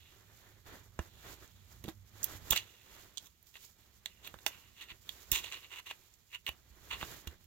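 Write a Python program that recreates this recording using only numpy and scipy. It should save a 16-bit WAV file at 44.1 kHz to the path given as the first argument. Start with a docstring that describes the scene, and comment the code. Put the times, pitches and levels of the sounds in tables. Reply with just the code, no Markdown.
"""A screwdriver blade clicks and scrapes on steel as hands turn a metal hub and lever its snap ring.
Each click is a short noise burst; scrapes and the tails after some clicks are chattering noise.
All of these ring through hub, ring and blade. Low decaying swings are the thumps of the wooden bench;
shaped noise is the rustle of skin and sleeve. A soft low drone and a small workshop's echo lie behind.
The sound is louder and brighter on the right."""
import sys
import numpy as np
from scipy import signal
from scipy.fft import rfft, irfft, next_fast_len
from scipy.io import wavfile
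from scipy.ndimage import map_coordinates

SR = 44100
rng = np.random.default_rng(int(sys.argv[2]) if len(sys.argv) > 2 else 0)


def put_to_file(sound):
    """Save the sound as 16-bit audio at rate SR, in the file named by the first command-line argument."""
    columns = np.atleast_2d(sound).T  # one column per channel
    safe = np.clip(columns, -1, 1)
    whole_steps = np.round(safe * 32767)
    wavfile.write(sys.argv[1], SR, whole_steps.astype(np.int16))


N = 329155

# "Left over right" in dB: below zero is louder on the right.
# A far motor. Each row: time in seconds, level in dB.
DRONE_LEVEL = [(0, -72), (.6, -69.5), (1.5, -64), (2.4, -62), (2.8, -71), (3.3, -79.5)]
# How fast the workshop echo dies. Each row: frequency in Hz, time to fall 60 dB in seconds.
ECHO_TIMES = [(200, 0.15), (2500, 0.12), (12000, 0.082)]

# Colours of the four hand and bench noises. Each row: frequency in Hz, relative level in dB per Hz.
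HISS_COLOUR = [(2650, -14.5), (4500, -2.5), (5730, -2), (6210, -1), (7170, 1.5), (8560, -12), (10600, -8),
               (12300, -3), (15100, -3), (16200, -10.5)]
RUB_COLOUR = [(1060, -25), (1800, -17.5), (2360, -4), (2550, -8), (3440, -5), (4460, -10), (4800, -23.5),
              (6240, -45.5), (10600, -120)]
DRAG_COLOUR = [(140, -3), (230, -5.5), (252, -4.5), (382, -0.5), (492, -5.5), (753, -6.5), (2000, -5),
               (2600, -32), (4400, -120)]
RUMBLE_COLOUR = [(12, -51.5), (20, -9), (36, -1.5), (59, 10), (144, -5), (222, -5.5), (280, -23),
                 (360, -22), (620, -120)]
# How alike left and right are in these noises. Each row: frequency in Hz, likeness (1 is identical).
LIKENESS = [(60, 0.71), (180, 0.75), (550, 0.62), (1650, 0.25), (4970, 0.084), (15000, 0.053)]
# Bench rumble under the shoves. Each row: time in seconds, level in dB.
RUMBLE_LEVEL = [(0.0, -68), (0.87, -68), (0.98, -66), (1.35, -63), (1.66, -65.5), (1.81, -59.5),
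                (2.14, -66), (2.43, -57), (2.58, -72.5), (2.83, -73), (3.12, -68), (3.28, -72.5),
                (4.11, -70.5), (4.36, -64), (4.74, -71), (5.4, -65), (5.59, -72.5), (6.3, -74.5),
                (7.02, -59), (7.15, -60), (7.27, -73), (7.46, -63)]
# Hands and sleeve move. Each row: start of full speed in seconds, rise, hold and fall in seconds,
# hiss level in dB, drag level in dB relative to the hiss.
RUSTLES = [(.0, .05, 0.0068, 0.14, -76, -15), (0.105, 0.099, 0.036, .2, -70, -0.5),
           (.45, 0.71, 0.037, 0.31, -70, 4.5), (0.669, 0.028, 0.078, 0.17, -63, 5.5),
           (1.02, .1, 0.0069, 0.15, -66, 4.5), (1.271, 0.16, 0.06, 0.054, -58.5, 2.5),
           (1.428, 0.17, 0, 0.14, -64, 2.5), (1.73, 0.4, 0.031, 0.11, -68.5, -1.5),
           (1.894, 0.072, 0, 0.046, -58, 1.5), (2.266, .2, 0.099, 0.037, -57.5, 3),
           (2.51, 0.21, 0, 0.25, -57, 2.5), (2.941, 0.24, 0.072, 0.21, -63, 0),
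           (3.226, 0.24, 0.022, 0.061, -68, -3), (3.47, 0.014, 0, 0.061, -60, -28),
           (3.631, 0.12, 0.018, 0.11, -59, -13), (3.81, 0.11, 0, 0.65, -71.5, -2.5),
           (4.07, 0.062, 0.0023, 0.16, -68, 0), (4.261, 0.091, 0.0068, .25, -72.5, 12),
           (4.494, 0.33, 0.05, 0.39, -65, -3), (4.904, 0.42, 0.043, 0.071, -72, 1.5),
           (5.091, 0.13, 0.11, .4, -62, -3.5), (5.32, 0.028, 0, 0.53, -56.5, -2.5),
           (5.868, 0.074, 0.2, 0.27, -71, -3), (6.32, 0.053, 0, 0.14, -68.5, -25),
           (6.475, 0.038, 0.0092, .13, -63, 1), (6.75, 0.37, 0.012, .3, -81, 8),
           (7.02, 0.32, 0.13, 0.16, -57, 1), (7.31, 0.14, 0.027, 0.065, -70.5, 5.5),
           (7.433, 0.18, 0, 0.09, -74, -1.5)]
REST_DB = (-75.5, -81.5, -81.5)  # hiss, rub and drag while the hands rest
RUB_DB, RUB_PER_DRAG = -3.5, 0.34  # rub in dB relative to the hiss, and dB more for each dB of drag

# Bench thumps. 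Each row: start in seconds, level of the main swing in dB, pitch in Hz,
# time to fall 60 dB in seconds, left over right in dB.
THUMPS = [(0.9921, -25, 75, 0.061, -2), (1.841, -37.5, 97, 0.055, 0), (1.850, -36.5, 158, 0.01, -3),
          (1.857, -45.5, 210, 0.099, -1), (1.88, -32, 170, 0.028, 0.5), (1.886, -40.5, 321, 0.092, -3),
          (2.351, -42.5, 95, 0.16, 2), (2.508, -31, 60, 0.088, -11), (2.529, -42, 181, 0.063, -4),
          (4.34, -50, 198, 0.052, 0), (4.919, -46.5, 62.4, 0.039, -8), (5.321, -31, 53, 0.075, -12.5),
          (6.489, -41, 72, 0.11, -2), (7.03, -35, 72.4, 0.045, -2), (7.272, -33.5, 75, 0.12, -1.5)]

# Resonances of the steel parts. Each row: centre in Hz, width in Hz (before squaring), relative level in dB.
HUB_MODES = [(1914, 470, -3.5), (2883, 370, 6.5), (2330, 570, -23)]  # the casting
RING_MODES = [(3250, 515, 5.5), (4080, 960, 2), (4700, 140, -2)]  # the snap ring
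KNOCK_MODES = [(390, 195, -9), (977, 270, 4), (1450, 1100, -6.5)]  # dull body of the hub in the palm
THUD_MODES = [(767, 1350, -6), (1750, 400, -9.5)]  # the whole hub jolted by a blow
BLADE_MODES = [(6560, 2460, 0)]
TIP_MODES = [(13700, 4300, 11), (14160, 890, -16.5)]
# Scrapes along the groove, and the ringing tails that follow some clicks. Each row: start of full level
# in seconds, rise, hold and fall in seconds, hub level in dB, then snap ring, dull knock and blade levels
# in dB relative to the hub.
SCRAPES_AND_TAILS = [(0, .01, .1, .15, -68.5, -1, -21, -20), (1.1, .1, 0.12, .2, -78.5, 7, -20, -13),
                     (1.45, .1, 0.14, .1, -83, 9, -22, -15), (2.527, 0.012, 0, 0.029, -32.5, -2, -5.5, -1),
                     (2.562, 0.015, 0.011, 0.037, -33.5, -4, -14, -6.5),
                     (2.627, .02, 0.067, 0.58, -64.5, -2, -18, -6),
                     (3.268, 0.076, 0.0015, .02, -71.5, 8.5, 1, 11),
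                     (3.558, 0.025, .015, 0.016, -57, -4, -10, -9),
                     (4.072, .001, .05, .2, -68.5, -10, -23, -10),
                     (4.248, 0.027, 0.023, 0.042, -56.5, 1.5, -14, -3),
                     (4.471, .001, 0.0081, 0.017, -50, -3, -3, 9), (4.502, .01, .03, .25, -61, -7, -8, -23),
                     (4.817, 0.047, 0.014, 0.033, -47.5, -3, -11, -10),
                     (4.903, 0.024, 0.015, 0.0097, -46, -5.5, -12, -17),
                     (5.327, .001, 0.03, .06, -38, -1, -11.5, -3),
                     (5.436, 0.023, 0.067, 0.045, -52, -2, -12, -10),
                     (5.518, 0.011, 0, 0.12, -47.5, -5, -8.5, -12),
                     (5.649, 0.035, .004, 0.016, -51, -4, -14, -14),
                     (5.717, .03, 0.083, 0.0069, -50, -7, -9.5, -10.5),
                     (5.867, 0.014, 0.049, 0.018, -47.5, -6, -13, -11),
                     (6.342, 0.027, 0.019, 0.01, -43, -8, -14.5, -14),
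                     (6.464, 0.00092, 0.024, 0.007, -43, -6, -10.5, -11.5),
                     (6.91, 0.013, 0.02, 0.041, -38, -5, -5.5, -15),
                     (7.012, 0.029, 0.0094, .04, -46, -5, -6.5, -13),
                     (7.273, .001, 0.0032, 0.0079, -46.5, -2.5, -11, -1.5)]
TIP_DB, TIP_PER_BLADE = -1.5, 1.13  # tip in dB relative to the hub, and dB more for each dB of blade
FADE_DB = 20  # the level changes this much in one rise or fall time
# Blade contacts. Each row: start in seconds, hub level in dB, then snap ring, thud, blade and tip levels
# in dB relative to the hub, time to fall 60 dB in seconds, left over right in dB.
CLICKS = [(0.99, -40.5, -7.5, 6.5, -5.5, -12, 0.022, -2.5), (1.477, -73.5, -2, -15, 14.5, 7, 0.0068, -10),
          (1.8395, -48, -3, -9, -3.5, 0, 0.035, -3.5), (1.857, -66.5, 22.5, 6, -6, -1.5, 0.0075, 1),
          (1.8806, -57.5, 13, 9, 5, -3.5, 0.02, 0), (1.886, -51, 5, 8, 0, 5, 0.014, -4),
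          (2.23, -57.5, -1, -2, 29.5, 20, 0.029, 2.5), (2.242, -48.5, 13, 1, 19.5, 27.5, 0.013, -2.5),
          (2.504, -57, 1, 3, 20, 14, 0.019, -8), (2.507, -32.5, 7, -28, 7, 13.5, 0.026, -1.5),
          (2.521, -32, 12.5, 0, -9, 3, 0.018, 4), (2.5301, -24.5, -14, -1, -16, -9, 0.011, 2),
          (2.5632, -24.5, -2, -16, -15.5, -19, 0.0087, 7), (2.5751, -34.5, 10, -24, 6, -18, 0.011, 1),
          (3.1722, -55, 21, 1, 17, 6, 0.015, -5.5), (3.1793, -54, 15.5, -10, 17, 3, 0.021, -4),
          (3.427, -87, 0, 1, -2, 28, 0.02, -9), (3.5411, -58, 4, -11, -5, -5, 0.012, -8),
          (3.554, -43.5, -8, -11.5, -20, -16, 0.014, 3),
          (4.058, -34.5, 2.5, -13.5, -3.5, -9.5, 0.015, -4.5), (4.2451, -52, 4, -10, -12, -17, 0.011, -4),
          (4.273, -46, 3, -6, -13, 0, 0.02, -6), (4.3398, -54, 0, 14.5, -7, -8, 0.018, -9),
          (4.387, -54, 1, 3, -3, -5, 0.012, -1), (4.463, -23, -0.5, -6.5, -4, -6.5, 0.018, -6),
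          (4.885, -51, -2, -23, -23, -27, 0.012, -3), (5.0907, -41, 9, -16, -2.5, -4, 0.014, -6.5),
          (5.316, -31.5, 1, -20, 9.5, 13, 0.029, 3), (5.4429, -38.5, -1, -8.5, -7, -34, 0.02, -5.5),
          (5.5224, -31, -7, -41, -8, -29, 0.0059, -0.5), (5.5411, -38.5, -3, -16, -8, -27, 0.019, 1),
          (5.715, -43, -17, -11.5, -23, -26, 0.0053, -4), (5.7359, -41, -19, -15, -17, -22, 0.01, -4),
          (5.9094, -34, -7.5, -0.5, -13, -17, 0.017, 1), (6.1383, -73, -1, -15, 13.5, 5, 0.029, -7),
          (6.4645, -29.5, -10.5, -33, -19.5, -18.5, 0.024, -9.5), (6.4772, -32, -8, -11, -8, -15, 0.011, 9),
          (6.4902, -29, -7.5, -7.5, -15, -9, 0.011, -3), (7.0276, -45, 8, 16, -11, -17, 0.0071, -2),
          (7.2718, -47, 5, -2, -6, 3, 0.012, -4), (7.442, -65, -20, -20, -7, 6, 0.012, -10)]

# The hand shades the left port from the blade. Each row: frequency in Hz, left level in dB.
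HAND_SHADE = [(1000, -0.5), (5000, -2), (13000, -2.5)]
# Colour of the two microphone ports. Each row: frequency in Hz, left over right in dB.
PORT_COLOUR = [(60, -5.5), (110, -8.5), (200, -7.5), (380, -5.5), (700, -3.5), (1290, -1), (2380, -2),
               (4400, -6.5), (8120, -11), (15000, -16.0)]
TOP_HZ = 16250  # nothing passes above this


def amp(db):
    """Turn decibels into a plain gain."""
    return 10 ** (np.asarray(db) / 20)


def unit(x):
    """Scale a sound to an average (rms) strength of 1."""
    return x / np.sqrt(np.mean(x ** 2) + 1e-20)


def along(points, hz):
    """Read a value between (Hz, value) points, on a log frequency axis."""
    f, value = np.transpose(points)
    return np.interp(np.log(hz + 1), np.log(f + 1), value)


def curve(rows):
    """Join (seconds, value) points by straight lines, one value per sample."""
    seconds, value = np.transpose(rows)
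    return np.interp(np.arange(N) / SR, seconds, value)


def wobble(rate):
    """A smooth random curve with this many random points a second."""
    points = rng.standard_normal(int(N * rate / SR) + 4)
    return map_coordinates(points, [np.arange(N) * rate / SR])


def filtered(x, response):
    """Change the strength and timing of each frequency in x."""
    size = next_fast_len(N + SR // 2)
    hz = np.fft.rfftfreq(size, 1 / SR)
    return irfft(rfft(x, size) * response(hz), size)[..., :N]


def body(modes, power=2):
    """Steep resonances of one part, scaled so that white noise of rms 1 leaves at rms 1."""
    def shape(f):
        total = 0
        for k, (centre, width, db) in enumerate(modes):
            sign = (-1) ** k  # neighbours push in opposite directions
            damping = 1j * f * width
            total = total + sign * amp(db / power) * damping / (centre ** 2 - f * f + damping + 1e-9)
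        return total ** power
    strength = np.sqrt(np.mean(np.abs(shape(np.linspace(1, SR / 2, 4096))) ** 2))
    return lambda f: shape(f) / strength


def swells(rows, levels_db):
    """Each row rises, holds and falls at its own levels; the powers of overlapping rows add."""
    step = 8  # work on every eighth sample
    t = np.arange(0, N, step) / SR
    start, rise, hold, fall = np.transpose(rows)[:4, :, None]
    away = np.maximum((start - t) / rise, 0) + np.maximum((t - start - hold) / fall, 0)
    fade = amp(-2 * FADE_DB * np.minimum(away, 5))  # doubled dB, because powers add
    power = amp(2 * np.transpose(levels_db)) @ fade
    return np.repeat(np.sqrt(power), step, axis=1)[:, :N]


def drone():
    """A far motor: a narrow band of noise near 100 Hz that swells, then sinks to a faint level."""
    band = filtered(rng.standard_normal(N), body([(99.6, 18.7, 0)]))
    return amp(curve(DRONE_LEVEL)) * unit(band)


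def workshop_echo(x):
    """The room answers with a noise tail in which each frequency dies at its own speed."""
    hz, t, grid = signal.stft(rng.standard_normal((2, SR // 2)), SR, nperseg=256)
    dying = grid * amp(-60 * t / along(ECHO_TIMES, hz)[:, None])
    tail = signal.istft(dying, SR, nperseg=256)[1]
    late = np.pad(x, (150, 0))  # the answer starts 150 samples late
    return signal.fftconvolve(late[None], tail / np.linalg.norm(tail[0]), axes=1)[:, :N]


def rush(colour, grain_db):
    """Stereo noise, coloured and roughened by quick changes of gain; its middle has rms 1."""
    pair = rng.standard_normal((2, N)) * amp(grain_db * (wobble(40) + wobble(300)))

    def spread(hz):
        turn = np.arccos(along(LIKENESS, hz)) / 2  # a wider turn makes left and right less alike
        return amp(along(colour, hz)) * np.array([np.cos(turn), np.sin(turn)])
    mid, side = filtered(pair, spread)
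    return np.array([mid + side, mid - side]) / np.std(mid)


def hands():
    """Skin and cloth slide over bench and hub as noise, above the hush of the shop and a bench rumble."""
    levels = [(db, db + RUB_DB + RUB_PER_DRAG * drag, db + drag) for *_, db, drag in RUSTLES]
    moving = swells(RUSTLES, levels)
    hiss, rub, drag = np.hypot(moving, amp(REST_DB)[:, None])
    bright = hiss * rush(HISS_COLOUR, grain_db=1.4) + rub * rush(RUB_COLOUR, grain_db=0.5)
    dull = drag * rush(DRAG_COLOUR, grain_db=1.68)
    rumble = amp(curve(RUMBLE_LEVEL)) * rush(RUMBLE_COLOUR, grain_db=1.3)
    return bright + dull + rumble


def thumps():
    """The bench top gives a few low swings under each shove, with a slap and a hollow note."""
    out = np.zeros((2, N + SR))
    t = np.arange(SR // 2) / SR
    # the swing reaches the two ports out of step
    turn = np.array([[.35], [-.35]]) * np.minimum(t / 0.0048, 1)
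    for start, db, hz, t60, pan_db in THUMPS:
        swing = amp(-60 * t / t60) * np.sin(2 * np.pi * hz * t + turn)
        slap = 0.54 * amp(-60 * t / 0.023) * np.sin(2 * np.pi * 2.32 * hz * t)
        hollow = 0.11 * amp(-60 * t / 0.091) * np.sin(2 * np.pi * 330 * t)
        level = amp(db + np.array([[pan_db / 2], [-pan_db / 2]]))
        out[:, round(start * SR):][:, :len(t)] += (swing + slap + hollow) * level
    return filtered(out[:, :N], lambda f: (1j * f / (35 + 1j * f)) ** 2)  # weaken the lowest bass


def steel(drives, dull_modes):
    """Hub, ring, dull body, blade and tip each ring under their own drive."""
    parts = (HUB_MODES, RING_MODES, dull_modes, BLADE_MODES, TIP_MODES)
    return sum(filtered(drive, body(modes)) for drive, modes in zip(drives, parts))


def scrapes_and_tails():
    """Chattering noise drives all the parts, for scrapes along the groove and tails after some clicks."""
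    levels_db = [db + np.array([0, ring, knock, blade, TIP_DB + TIP_PER_BLADE * blade])
                 for *_, db, ring, knock, blade in SCRAPES_AND_TAILS]
    levels = swells(SCRAPES_AND_TAILS, levels_db)
    chatter = amp(2.15 * wobble(55) + 1.4 * wobble(250) + 3.46 * wobble(1500))
    common, *own = rng.standard_normal((3, N))  # noise shared by both sides, and each side's own
    rough = unit(chatter * (common + 1.14 * np.array(own)))
    return steel(levels[:, None] * rough, KNOCK_MODES)


def clicks():
    """Each contact grazes for about a millisecond, strikes the parts, and dies quickly."""
    drive = np.zeros((5, 2, N + SR))  # five parts, two sides
    t = np.arange(SR // 10) / SR
    strike = round(.0009 * SR)
    for start, db, *parts_db, t60, pan_db in CLICKS:
        common, *own = rng.standard_normal((3, len(t)))
        burst = (common + 0.31 * np.array(own)) * amp(-60 * t / t60)
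        burst[:, :strike] *= .3  # the graze
        burst[:, strike] = 4.44  # the blow itself, one sharp sample
        levels = amp(db + np.array([0, *parts_db]))
        sides = amp([[pan_db / 2], [-pan_db / 2]])
        drive[:, :, round(start * SR):][..., :len(t)] += levels[:, None, None] * burst * sides
    return steel(drive[..., :N], THUD_MODES)


def scene():
    """Add the blade work, its echo, the bench, the hands and the drone."""
    work = clicks() + scrapes_and_tails()
    near = filtered(work, lambda hz: amp([along(HAND_SHADE, hz), 0 * hz]))
    echo = amp(-11.0) * workshop_echo(work.mean(0))
    return near + echo + thumps() + hands() + drone()


def record(dry):
    """The two ports differ in colour and arrival time, and the highest treble is cut off."""
    def ports(hz):
        ratio = amp(along(PORT_COLOUR, hz))
        lead = np.exp(1j * np.pi * hz * 70e-6)  # the left port hears 70 microseconds before the right
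        return np.array([ratio * lead, 1 / lead]) * 2 / (1 + ratio)
    coloured = filtered(dry, ports)
    return filtered(coloured, lambda hz: np.clip((TOP_HZ - hz) / 400, 0, 1))


dry = scene()
out = record(dry)
put_to_file(out)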